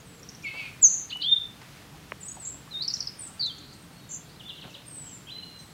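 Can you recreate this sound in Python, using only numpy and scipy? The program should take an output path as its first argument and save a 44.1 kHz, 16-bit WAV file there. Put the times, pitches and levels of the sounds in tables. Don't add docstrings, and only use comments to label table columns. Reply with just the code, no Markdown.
import sys
import numpy as np
from scipy import signal
from scipy.fft import rfft, irfft
from scipy.io import wavfile
from scipy.ndimage import uniform_filter1d

SR = 44100
rng = np.random.default_rng(int(sys.argv[2]) if len(sys.argv) > 2 else 0)


def int16_out(signal):
    q = np.round(np.clip(np.atleast_2d(signal).T, -1, 1) * 32767)
    wavfile.write(sys.argv[1], SR, q.astype(np.int16))


def attenuation_scalar(level_db):
    decades = np.asarray(level_db, float) / 20
    return 10 ** decades


N = 252693
TIME = np.arange(N) / SR

# t/s, pitch f/Hz, level/dB
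NEAREST_FALL = [
    [(.813, 8100, -51), (.822, 7680, -27.5), (.832, 7050, -15.5), (.848, 6580, -14.5), (.858, 6166, -14),
     (.868, 6200, -15.5), (.874, 6140, -16.5), (.879, 6000, -29.5)],
]
# octave level/dB, pitch wobble share, flutter/dB, vibrato f/Hz, vibrato share
VOICES = [(-46, .003, 2, 0, 0), (-60, .001, 1, 0, 0), (-60, .045, 2, 0, 0), (-60, .008, 3, 0, 0),
          (-60, .008, 3, 72, .022), (-60, .003, 1, 0, 0), (-60, .006, 1.5, 0, 0), (-60, .004, 1, 0, 0),
          (-60, .006, 2, 0, 0), (-60, .004, 3, 0, 0), (-60, .002, 2, 0, 0), (-60, .01, 3, 0, 0),
          (-60, .005, 3, 0, 0), (-60, .07, 4, 0, 0)]


def walk(rate):
    hold = int(SR / rate)
    steps = np.repeat(rng.standard_normal(N // hold + 1), hold)
    return 1.4 * uniform_filter1d(steps, hold)[:N]


def band(x, hz, width_hz):
    return signal.lfilter(*signal.iirpeak(hz, hz / width_hz, SR), x)


def syrinx(hz, db, start, end, overtone_db, fade=0.0011):
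    phase = 2 * np.pi * np.cumsum(hz) / SR
    t = np.arange(len(hz)) / SR
    edge = np.minimum(t - start + fade, end - t + fade)
    gate = np.clip(edge / (2 * fade), 0, 1) ** 2
    tone = np.sin(phase) + attenuation_scalar(overtone_db) * np.sin(2 * phase)
    return np.sqrt(2) * attenuation_scalar(db) * gate * tone


def sing(notes, overtone_db, wobble, flutter_db, vibrato_hz, vibrato):
    saw = uniform_filter1d(signal.sawtooth(2 * np.pi * vibrato_hz * TIME, .25), size=60)
    shake = 1 + wobble * walk(200 + 8000 * wobble) + vibrato * saw
    flutter = flutter_db * walk(120)
    out = np.zeros(N)
    for note in notes:
        s, hz, db = np.transpose(note)
        a = max(int((s[0] - .01) * SR), 0)
        b = int((s[-1] + .01) * SR)
        pitch = uniform_filter1d(np.interp(TIME[a:b], s, hz), size=90) * shake[a:b]
        level_db = np.interp(TIME[a:b], s, db) + flutter[a:b]
        out[a:b] += syrinx(pitch, level_db, s[0] - TIME[a], s[-1] - TIME[a], overtone_db)
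    return out


def strokes(rows, bend=1, crest=0.64, start_db=-3, end_db=-3):
    u = np.linspace(0, 1, num=9)
    swell_db = np.interp(u, [0, np.clip(crest, .02, .98), 1], [start_db, 0, end_db])
    notes = []
    for s, length, first, last, db in rows:
        pitch = first + (last - first) * u ** bend
        notes.append(np.transpose([s + length * u, pitch, db + swell_db]))
    return notes


def wood(x, near_db, tail_db, t60, echo_s, echo_db):
    t = TIME[:SR // 2]
    scatter = rng.standard_normal((2, len(t)))
    near, far = scatter * attenuation_scalar(3.47 * rng.standard_normal((2, len(t))))
    near *= attenuation_scalar(-60 * t / 0.069)
    far *= (1 - np.exp(-t / 0.0062)) * attenuation_scalar(-40 * t / t60 - 42 * (t / t60) ** 2)
    response = attenuation_scalar(near_db) * near / np.linalg.norm(near) + attenuation_scalar(tail_db) * far / np.linalg.norm(far)
    response[0] = 1
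    response[int(echo_s * SR)] += attenuation_scalar(echo_db)
    return signal.fftconvolve(x, response)[:N]


def perch(notes, place):
    branch_db = [-8, -9.5, -2.5, -6, -1.5, -3.5, -2, -5, -7.5, -7, -1, -4, -1, -10.5]
    trunk_db = [-9.5, -6, -4.5, -9.5, -13, -9, -6, -14.5, -2.5, -2.5, -2, -7.5, -9.5, -3]
    trunk_t60_s = [0.49, 0.36, 0.17, 0.34, 0.45, 0.43, 0.54, 0.87, 0.41, 0.75, 0.41, 0.47, 0.44, .25]
    # delay/s, level/dB
    trunk_echo = [(.09, -28), (.045, -14), (.021, -9), (.03, -12), (.03, -12), (.021, -14), (.03, -16),
                  (.03, -16), (.03, -20), (.03, -14), (.04, -16), (.025, -15), (.03, -12), (.03, -12)]
    song = sing(notes, *VOICES[place])
    return wood(song, branch_db[place], trunk_db[place], trunk_t60_s[place], *trunk_echo[place])


def nearest_fall():
    return perch(NEAREST_FALL, 0)


def grove():
    first, last = 0.035, 0.19
    t = TIME[:int(.25 * SR)]
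    patter = rng.standard_normal(len(t)) * attenuation_scalar(-12 * t / last)
    patter *= np.clip((t - first) / .03, 0, 1) * (t < last)
    call = band(sing(NEAREST_FALL, *VOICES[0]), 7370, 2500)
    return attenuation_scalar(-14) * signal.fftconvolve(call, patter / np.linalg.norm(patter))[:N]


def climbing_whistle():
    # t/s, pitch f/Hz, level/dB
    climb = [
        [(1.222, 2113, -58), (1.232, 3070, -31), (1.275, 3490, -25.5), (1.292, 3592, -21), (1.312, 3620, -25),
         (1.325, 3627, -15.5), (1.34, 3608, -18), (1.348, 3597, -35), (1.372, 3547, -18.5)],
    ]
    return perch(climb, 1)


def flat_whistle():
    # t/s, pitch f/Hz, level/dB
    hooked = [(1.108, 1790, -62), (1.118, 2600, -43), (1.132, 2955, -31.5), (1.144, 2979, -38),
              (1.158, 2955, -31), (1.19, 2958, -37.5), (1.2, 2900, -45)]
    return wood(sing([hooked], *VOICES[1]), -13.5, -8.5, .35, 0.027, -24)


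def chucks():
    # t/s, length/s, first f/Hz, last f/Hz, level/dB
    chirps = [
        (1.096, 0.015, 4400, 4640, -44.5),
        (1.104, .011, 2950, 3970, -33.5),
        (1.204, 0.015, 3700, 4370, -44),
        (1.218, .012, 3150, 4510, -27),
    ]
    return perch(strokes(chirps, bend=0.716, crest=0.62, start_db=-7.0, end_db=-2.0), 2)


def chips():
    # t/s, pitch f/Hz, level/dB
    slur = [(2.708, 4160, -53), (2.722, 4040, -44.5), (2.736, 3710, -40.5), (2.765, 3670, -31.5),
            (2.785, 3720, -40), (2.814, 4000, -35), (2.822, 4270, -33), (2.827, 4700, -21)]
    # t/s, length/s, first f/Hz, last
    # f/Hz, level/dB
    falling = [(2.831, .003, 4950, 4650, -29), (2.836, 0.0027, 4650, 4350, -28),
               (2.847, 0.0052, 4480, 4360, -27), (2.852, 0.0029, 4700, 4300, -25),
               (2.879, 0.0036, 5800, 5400, -24.5), (2.882, 0.0063, 5250, 5000, -24),
               (2.89, 0.0025, 4900, 4500, -37), (2.896, 0.0019, 5200, 4800, -37),
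               (2.901, 0.0052, 5100, 4150, -25.5), (2.909, 0.0055, 4750, 4350, -28),
               (2.938, 0.0064, 5950, 4800, -23), (2.945, 0.0023, 5850, 5500, -23.5),
               (3.0045, 0.0072, 5900, 4340, -25.5), (3.026, .003, 4750, 4300, -31),
               (2.956, 0.0034, 5500, 5000, -34), (2.968, 0.0046, 4400, 3770, -41)]
    # t/s, length/s, first f/Hz, last f/Hz, level/dB
    closing = [
        (3.0715, 0.0071, 5220, 3870, -27.5),
    ]
    notes = [slur] + strokes(falling, bend=0.96, crest=0.14, start_db=4, end_db=-4)
    notes += strokes(closing, bend=4.5, crest=0.35, start_db=-5.0, end_db=-7)
    return perch(notes, 5)


def falling_phrase():
    # t/s, length/s, first f/Hz, last f/Hz, level/dB
    steps = [
        (3.395, 0.012, 4620, 4740, -34.5),
        (3.408, 0.0097, 4480, 4610, -27),
        (3.472, 0.026, 3620, 3530, -37.5),
        (3.494, .016, 3480, 3150, -36.5),
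        (3.51, 0.014, 3150, 3140, -51),
    ]
    # t/s, length/s, first f/Hz, last f/Hz, level/dB
    burr = [(3.418, 0.005, 4750, 3950, -32), (3.424, 0.0061, 4750, 3880, -26),
            (3.431, 0.0065, 4700, 3880, -25), (3.4395, 0.0055, 4650, 3900, -26),
            (3.447, 0.007, 4650, 3890, -27), (3.458, 0.0074, 4200, 3780, -30.5),
            (3.4665, 0.0051, 4200, 3730, -31)]
    clear = perch(strokes(steps, bend=0.85, crest=0.67, start_db=-5.0, end_db=-9.0), 6)
    return clear + perch(strokes(burr, bend=0.66, crest=0.4, start_db=0, end_db=-4), 7)


def high_phrases():
    # t/s, length/s, first f/Hz, last f/Hz, level/dB
    high = [(2.205, 0.026, 8350, 6700, -49), (2.23, 0.011, 7100, 7600, -36.5),
            (2.246, 0.042, 7980, 8120, -40), (2.288, 0.014, 8000, 7700, -41),
            (2.282, 0.0081, 7000, 6460, -33.5), (2.311, 0.021, 8120, 8120, -43),
            (2.348, .025, 8050, 7850, -54), (2.313, 0.0081, 6750, 6950, -32), (2.22, .09, 9000, 8600, -57),
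            (2.398, 0.032, 8100, 7700, -44.5), (2.449, 0.0048, 7500, 6700, -32),
            (2.452, 0.013, 6470, 7000, -37), (3.211, .04, 8000, 7900, -46), (3.256, 0.024, 7980, 7600, -46),
            (3.212, 0.028, 9650, 9350, -60), (3.3, .035, 6500, 6400, -71)]
    return perch(strokes(high, bend=1.14, crest=0.24, start_db=-3.0, end_db=-3.0), 3)


def shiver():
    # t/s, length/s, first f/Hz, last f/Hz, level/dB
    held = [
        (2.427, 0.14, 7530, 7500, -38),
    ]
    return perch(strokes(held, crest=0.36, start_db=-8.5, end_db=-10.5), 4)


def rasp():
    # t/s, pitch f/Hz, level/dB
    sides_of_syrinx = [
        [(0.432, 2400, -46), (0.445, 2400, -37), (0.46, 2200, -35), (0.5, 2170, -42.5), (0.525, 2150, -48),
         (0.578, 2310, -38.5), (0.62, 2210, -43), (0.66, 2140, -50), (0.7, 2257, -52)],
        [(0.44, 2720, -52), (0.49, 2570, -45), (0.54, 2627, -50), (0.575, 2740, -47), (0.597, 2600, -40.5),
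         (0.65, 2468, -43.5), (0.69, 2392, -48.5), (0.74, 2523, -55)],
    ]
    tracks = [np.transpose(side) for side in sides_of_syrinx]
    pitches = [np.interp(TIME, s, hz) * (1 + .006 * walk(250)) for s, hz, _ in tracks]
    low, high = (2 * np.pi * np.cumsum(pitch) / SR for pitch in pitches)
    gains = [attenuation_scalar(np.interp(TIME, s, db, -120, -120) + 3 * walk(150)) for s, _, db in tracks]
    low_gain, high_gain = uniform_filter1d(gains, size=300)
    beat = high - low + 1.45 * walk(300)
    sidebands = sum(attenuation_scalar(-3.0 - 4.8 * k) * np.sin(high + k * beat) for k in range(1, 6))
    bright = np.clip(np.minimum(TIME - .45, .68 - TIME) / 0.029, 0, 1)
    octave = attenuation_scalar(-13) * np.sin(2 * low)
    octave += attenuation_scalar(-23) * np.sin(2 * low + beat) + attenuation_scalar(-22) * np.sin(2 * low - beat)
    voice = low_gain * (np.sin(low) + bright * octave) + high_gain * (np.sin(high) + sidebands)
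    return wood(np.sqrt(2) * voice, -12.5, -6.5, 0.37, .03, -17.5)


def buzz():
    # rate f/Hz, top f/Hz, depth f/Hz, level/dB, lower voice f/Hz, lower level/dB
    vibrato_arches = (57.5, 7450, 1150, -40, 6120, -46)
    # start t/s, end t/s, first crest t/s
    arch_times = (4.09, 4.177, 4.098)
    rate_hz, top_hz, depth_hz, db, low_hz, low_db = vibrato_arches
    start, end, crest = arch_times
    arch = np.sin(np.pi * rate_hz * (TIME - crest)) ** 2
    swell_db = -7 * np.clip((start + .03 - TIME) / .03, 0, 1) + 1.5 * walk(150)
    pitch = (top_hz - depth_hz * arch ** 1.8) * (1 + .008 * walk(120))
    upper_db = db + swell_db + 3 * np.sin(np.pi * arch)
    upper = syrinx(pitch, upper_db, start, end, -60, fade=.003)
    low_pitch = low_hz * (1 + 0.012 * walk(120))
    lower = syrinx(low_pitch, low_db + swell_db - 8 * arch, start, end, -60, fade=.003)
    return wood(upper + lower, -11, -8, 0.25, .035, -23)


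def warble():
    # t/s, pitch f/Hz, level/dB
    tracked_falls = [
        [(4.49, 4080, -44), (4.497, 3590, -40.5), (4.506, 2960, -41), (4.515, 2740, -47), (4.523, 2800, -48)],
        [(4.612, 4600, -49), (4.62, 3500, -44), (4.626, 2800, -44), (4.634, 2550, -52)],
        [(4.738, 4550, -57), (4.744, 3850, -45), (4.748, 3650, -47), (4.753, 2970, -40), (4.762, 2340, -53)],
    ]
    # t/s, length/s, first f/Hz, last f/Hz, level/dB
    hooks = [(4.396, 0.021, 4060, 2700, -44.5), (4.448, 0.04, 3480, 3530, -47),
             (4.478, 0.011, 3450, 3250, -46.5), (4.552, 0.022, 4430, 3840, -51),
             (4.572, 0.028, 3800, 2900, -48), (4.69, 0.032, 3250, 2540, -51),
             (4.43, 0.013, 3300, 3550, -52), (4.765, .025, 3800, 4100, -64)]
    return perch(tracked_falls + strokes(hooks, bend=0.54, crest=0.75, start_db=-5.5, end_db=-4), 8)


def level_whistle():
    # t/s, pitch f/Hz, level/dB
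    long_note = [(5.283, 2410, -51), (5.3, 3144, -48), (5.307, 3620, -44), (5.314, 3993, -42),
                 (5.35, 4034, -43.5), (5.42, 4140, -46.5), (5.5, 4140, -65), (5.56, 4070, -50.5),
                 (5.62, 4030, -62)]
    # t/s, length/s, first f/Hz, last f/Hz, level/dB
    pickup = [
        (5.27, .022, 3000, 3300, -48),
    ]
    return perch([long_note] + strokes(pickup, bend=0.28), 9)


def sagging_whistles():
    # t/s, pitch f/Hz, level/dB
    sags = [
        [(4.868, 8740, -47), (4.92, 8300, -53), (4.98, 8040, -45), (5.04, 7755, -46), (5.1, 7520, -56),
         (5.18, 7240, -55.5)],
        [(5.55, 8470, -70), (5.59, 8330, -66), (5.66, 8000, -64), (5.73, 7500, -69)],
        [(3.167, 9400, -70), (3.186, 8900, -51), (3.197, 8870, -31), (3.205, 8890, -44), (3.212, 8700, -49)],
        [(3.215, 8850, -52), (3.228, 8650, -48), (3.242, 8650, -46), (3.253, 8340, -41), (3.268, 8450, -56)],
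    ]
    # t/s, length/s, first f/Hz, last f/Hz, level/dB
    thin = [
        (.045, 0.14, 8500, 7350, -63.5),
        (4.857, 0.0123, 8250, 8740, -50.5),
    ]
    return perch(sags + strokes(thin, bend=0.69, crest=0.53, start_db=-5.0, end_db=-7.0), 10)


def ticks(rows, hz, length, **shape):
    return strokes([(s, length, *hz, db) for s, db in rows], **shape)


def pips():
    # t/s, level/dB
    pip_rows = [
        (.231, -38),
        (.289, -32),
        (.349, -39),
        (.425, -44),
    ]
    # t/s, level/dB
    short_rows = [
        (.002, -53),
        (.191, -53),
        (.437, -60),
    ]
    # t/s, level/dB
    steep_rows = [
        (3.274, -54),
        (3.459, -44.5),
        (3.581, -52),
        (3.73, -49.5),
    ]
    after = [(s + .0035, db - 10) for s, db in pip_rows]
    notes = ticks(pip_rows, (5400, 6000), .002) + ticks(after, (4300, 7200), .004)
    notes += ticks(short_rows, (6500, 7320), 0.0089)
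    notes += ticks(steep_rows, (5400, 7670), 0.0089, crest=0.49, start_db=-9, end_db=-5)
    return perch(notes, 11)


def twig():
    # t/s, f/Hz, level/dB, width/s
    snaps = [
        (2.12075, 1950, -18, .00024),
        (2.1217, 1150, -30, .0007),
        (2.1226, 560, -28, .0008),
        (2.1207, 5500, -48, .0004),
        (2.1246, 900, -38, .001),
    ]
    out = np.zeros(N)
    for s, hz, db, width in snaps:
        t = TIME - s
        out += attenuation_scalar(db) * np.exp(-.5 * (t / width) ** 2) * np.cos(2 * np.pi * hz * t)
    return out


def far_whistles():
    # t/s, length/s, first f/Hz, last f/Hz, level/dB
    faint = [(3.72, .15, 8330, 8020, -64), (3.92, .07, 8200, 8220, -66), (3.93, .17, 4380, 4340, -59),
             (4.1, .07, 3380, 3370, -66), (4.19, .07, 3380, 3370, -63), (4.255, .075, 8850, 8380, -70),
             (4.36, .015, 3960, 4380, -58), (4.83, .03, 5120, 5050, -66), (4.87, .1, 5100, 5050, -73),
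             (4.955, .02, 4700, 3650, -61), (5.63, .1, 4150, 4260, -63), (3.27, .04, 1350, 1345, -52),
             (3.46, .1, 1370, 1320, -56), (3.655, .1, 1355, 1320, -55), (3.82, .025, 8500, 9000, -66),
             (4.0, .12, 3850, 3770, -67), (5.33, .05, 2800, 3000, -62), (5.375, .045, 3020, 3040, -59),
             (5.42, .075, 2930, 2880, -56), (5.5, .1, 2870, 2860, -66), (5.36, .03, 2060, 2200, -63),
             (5.065, .02, 3200, 3200, -60), (5.09, .03, 3000, 2980, -63), (5.0, .15, 5060, 5100, -74),
             (4.1, .05, 3000, 2980, -66), (3.775, .02, 3900, 4200, -62), (4.74, .05, 4850, 4850, -66)]
    return perch(strokes(faint, crest=0.25, start_db=-6.0, end_db=-8), 12)


def far_trills():
    # t/s, length/s, first f/Hz, last f/Hz, level/dB
    smeared = [(3.58, .18, 4050, 4450, -56), (4.26, .08, 4290, 4300, -56), (5.12, .07, 8250, 8100, -62),
               (4.68, .05, 6400, 6320, -67), (4.69, .05, 5720, 5460, -66), (5.04, .1, 6400, 6430, -65),
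               (5.58, .04, 6090, 5960, -65), (.86, .05, 4500, 4430, -52), (2.45, .04, 3990, 4700, -57),
               (2.915, .075, 6500, 6600, -55), (5.06, .06, 3194, 3100, -67), (3.55, .08, 3280, 3400, -60),
               (4.53, .27, 3750, 3650, -61), (4.63, .17, 549, 559, -64), (0, .35, 450, 462, -61)]
    return perch(strokes(smeared, crest=0.54, start_db=-4.0, end_db=-8.5), 13)


def rustle():
    # t/s, level/dB, centre f/Hz, width f/Hz, t60/s
    bursts = [(.535, -44.5, 680, 1030, 0.26), (1.118, -40, 1500, 2010, 0.018), (1.159, -43, 910, 1010, .02),
              (1.171, -38.5, 4000, 9000, 0.011), (1.61, -47, 1440, 3000, 0.24), (1.94, -44, 775, 394, 0.05),
              (2.368, -42, 750, 302, 0.049), (2.38, -45.5, 680, 250, 0.093), (2.54, -50, 690, 500, 0.068),
              (2.674, -46.5, 1150, 300, 0.036), (.52, -63, 9000, 9900, .5), (3.3, -51, 920, 700, 0.11),
              (4.638, -43.5, 590, 1380, 0.17), (4.651, -40.5, 199, 150, 0.16), (4.675, -46, 870, 500, .1)]
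    out = np.zeros(N)
    t = TIME[:SR // 4]
    for s, db, hz, width_hz, t60 in bursts:
        grains = band(band(rng.standard_normal(len(t)), hz, width_hz), hz, width_hz)
        shape = np.minimum(t / (0.029 * t60), 1) * attenuation_scalar(db - 60 * t / t60)
        out[int(s * SR):][:len(t)] += shape * grains / grains.std()
    return out


def breeze():
    # t/s, level/dB
    gusts = [(0, -65), (.45, -59.5), (.62, -52.5), (.9, -58.5), (1.3, -60.5), (1.8, -55), (2.3, -64),
             (2.85, -57), (3.4, -58), (3.8, -84), (5.73, -79)]
    hiss = band(rng.standard_normal(N), 1500, 2400)
    level_db = np.interp(TIME, *np.transpose(gusts)) + 1.1 * walk(8.2)
    return attenuation_scalar(level_db) * hiss / hiss.std()


def air():
    # f/Hz, level/dB per Hz
    spectrum = [(22, -49.5), (38, -9), (156, 1), (309, -9), (360, -9.5), (553, -13.5), (695, -14),
                (1560, -16.5), (2280, -18.5), (2720, -18.5), (4280, -20.5), (4740, -22), (7280, -25.5),
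                (8260, -26), (15900, -31.5)]
    # f/Hz, width f/Hz, level/dB
    drone = [
        (134, 56, -59.5),
        (178, 17, -78),
        (294.5, 21, -65),
        (452, 14, -79),
    ]
    hz = np.fft.rfftfreq(N, 1 / SR)
    point_hz, point_db = np.transpose(spectrum)
    colour = attenuation_scalar(np.interp(np.log(hz + 1), np.log(point_hz), point_db))
    low = 1 / (1 + (hz / 400) ** 2)
    rumble = irfft(rfft(rng.standard_normal(N)) * colour * np.sqrt(low), N)
    hiss = irfft(rfft(rng.standard_normal(N)) * colour * np.sqrt(1 - low), N)
    bed = rumble * attenuation_scalar(.6 * walk(3) + .6 * walk(15)) + hiss * attenuation_scalar(.2 * walk(4))
    out = attenuation_scalar(-50) * bed / bed.std()
    for centre_hz, width_hz, db in drone:
        hum = band(band(rng.standard_normal(N), centre_hz, width_hz), centre_hz, width_hz)
        out += attenuation_scalar(db) * hum / hum.std()
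    return out


def scene():
    birds = nearest_fall() + climbing_whistle() + chucks() + high_phrases() + shiver() + chips()
    birds += falling_phrase() + warble() + level_whistle() + sagging_whistles() + pips()
    birds += far_whistles() + far_trills()
    birds += rasp() + buzz()
    noises = twig() + rustle() + air() + breeze()
    return (birds + noises + grove() + flat_whistle())[None]


def band_limit(x):
    return signal.sosfilt(signal.butter(12, 16090, fs=SR, output="sos"), x)


def record(dry):
    top_hz = 15790
    low_pass = signal.ellip(10, .2, 70, top_hz, fs=SR, output="sos")
    cut = signal.sosfilt(low_pass, dry)
    return band_limit(cut)


dry = scene()
out = record(dry)
int16_out(out)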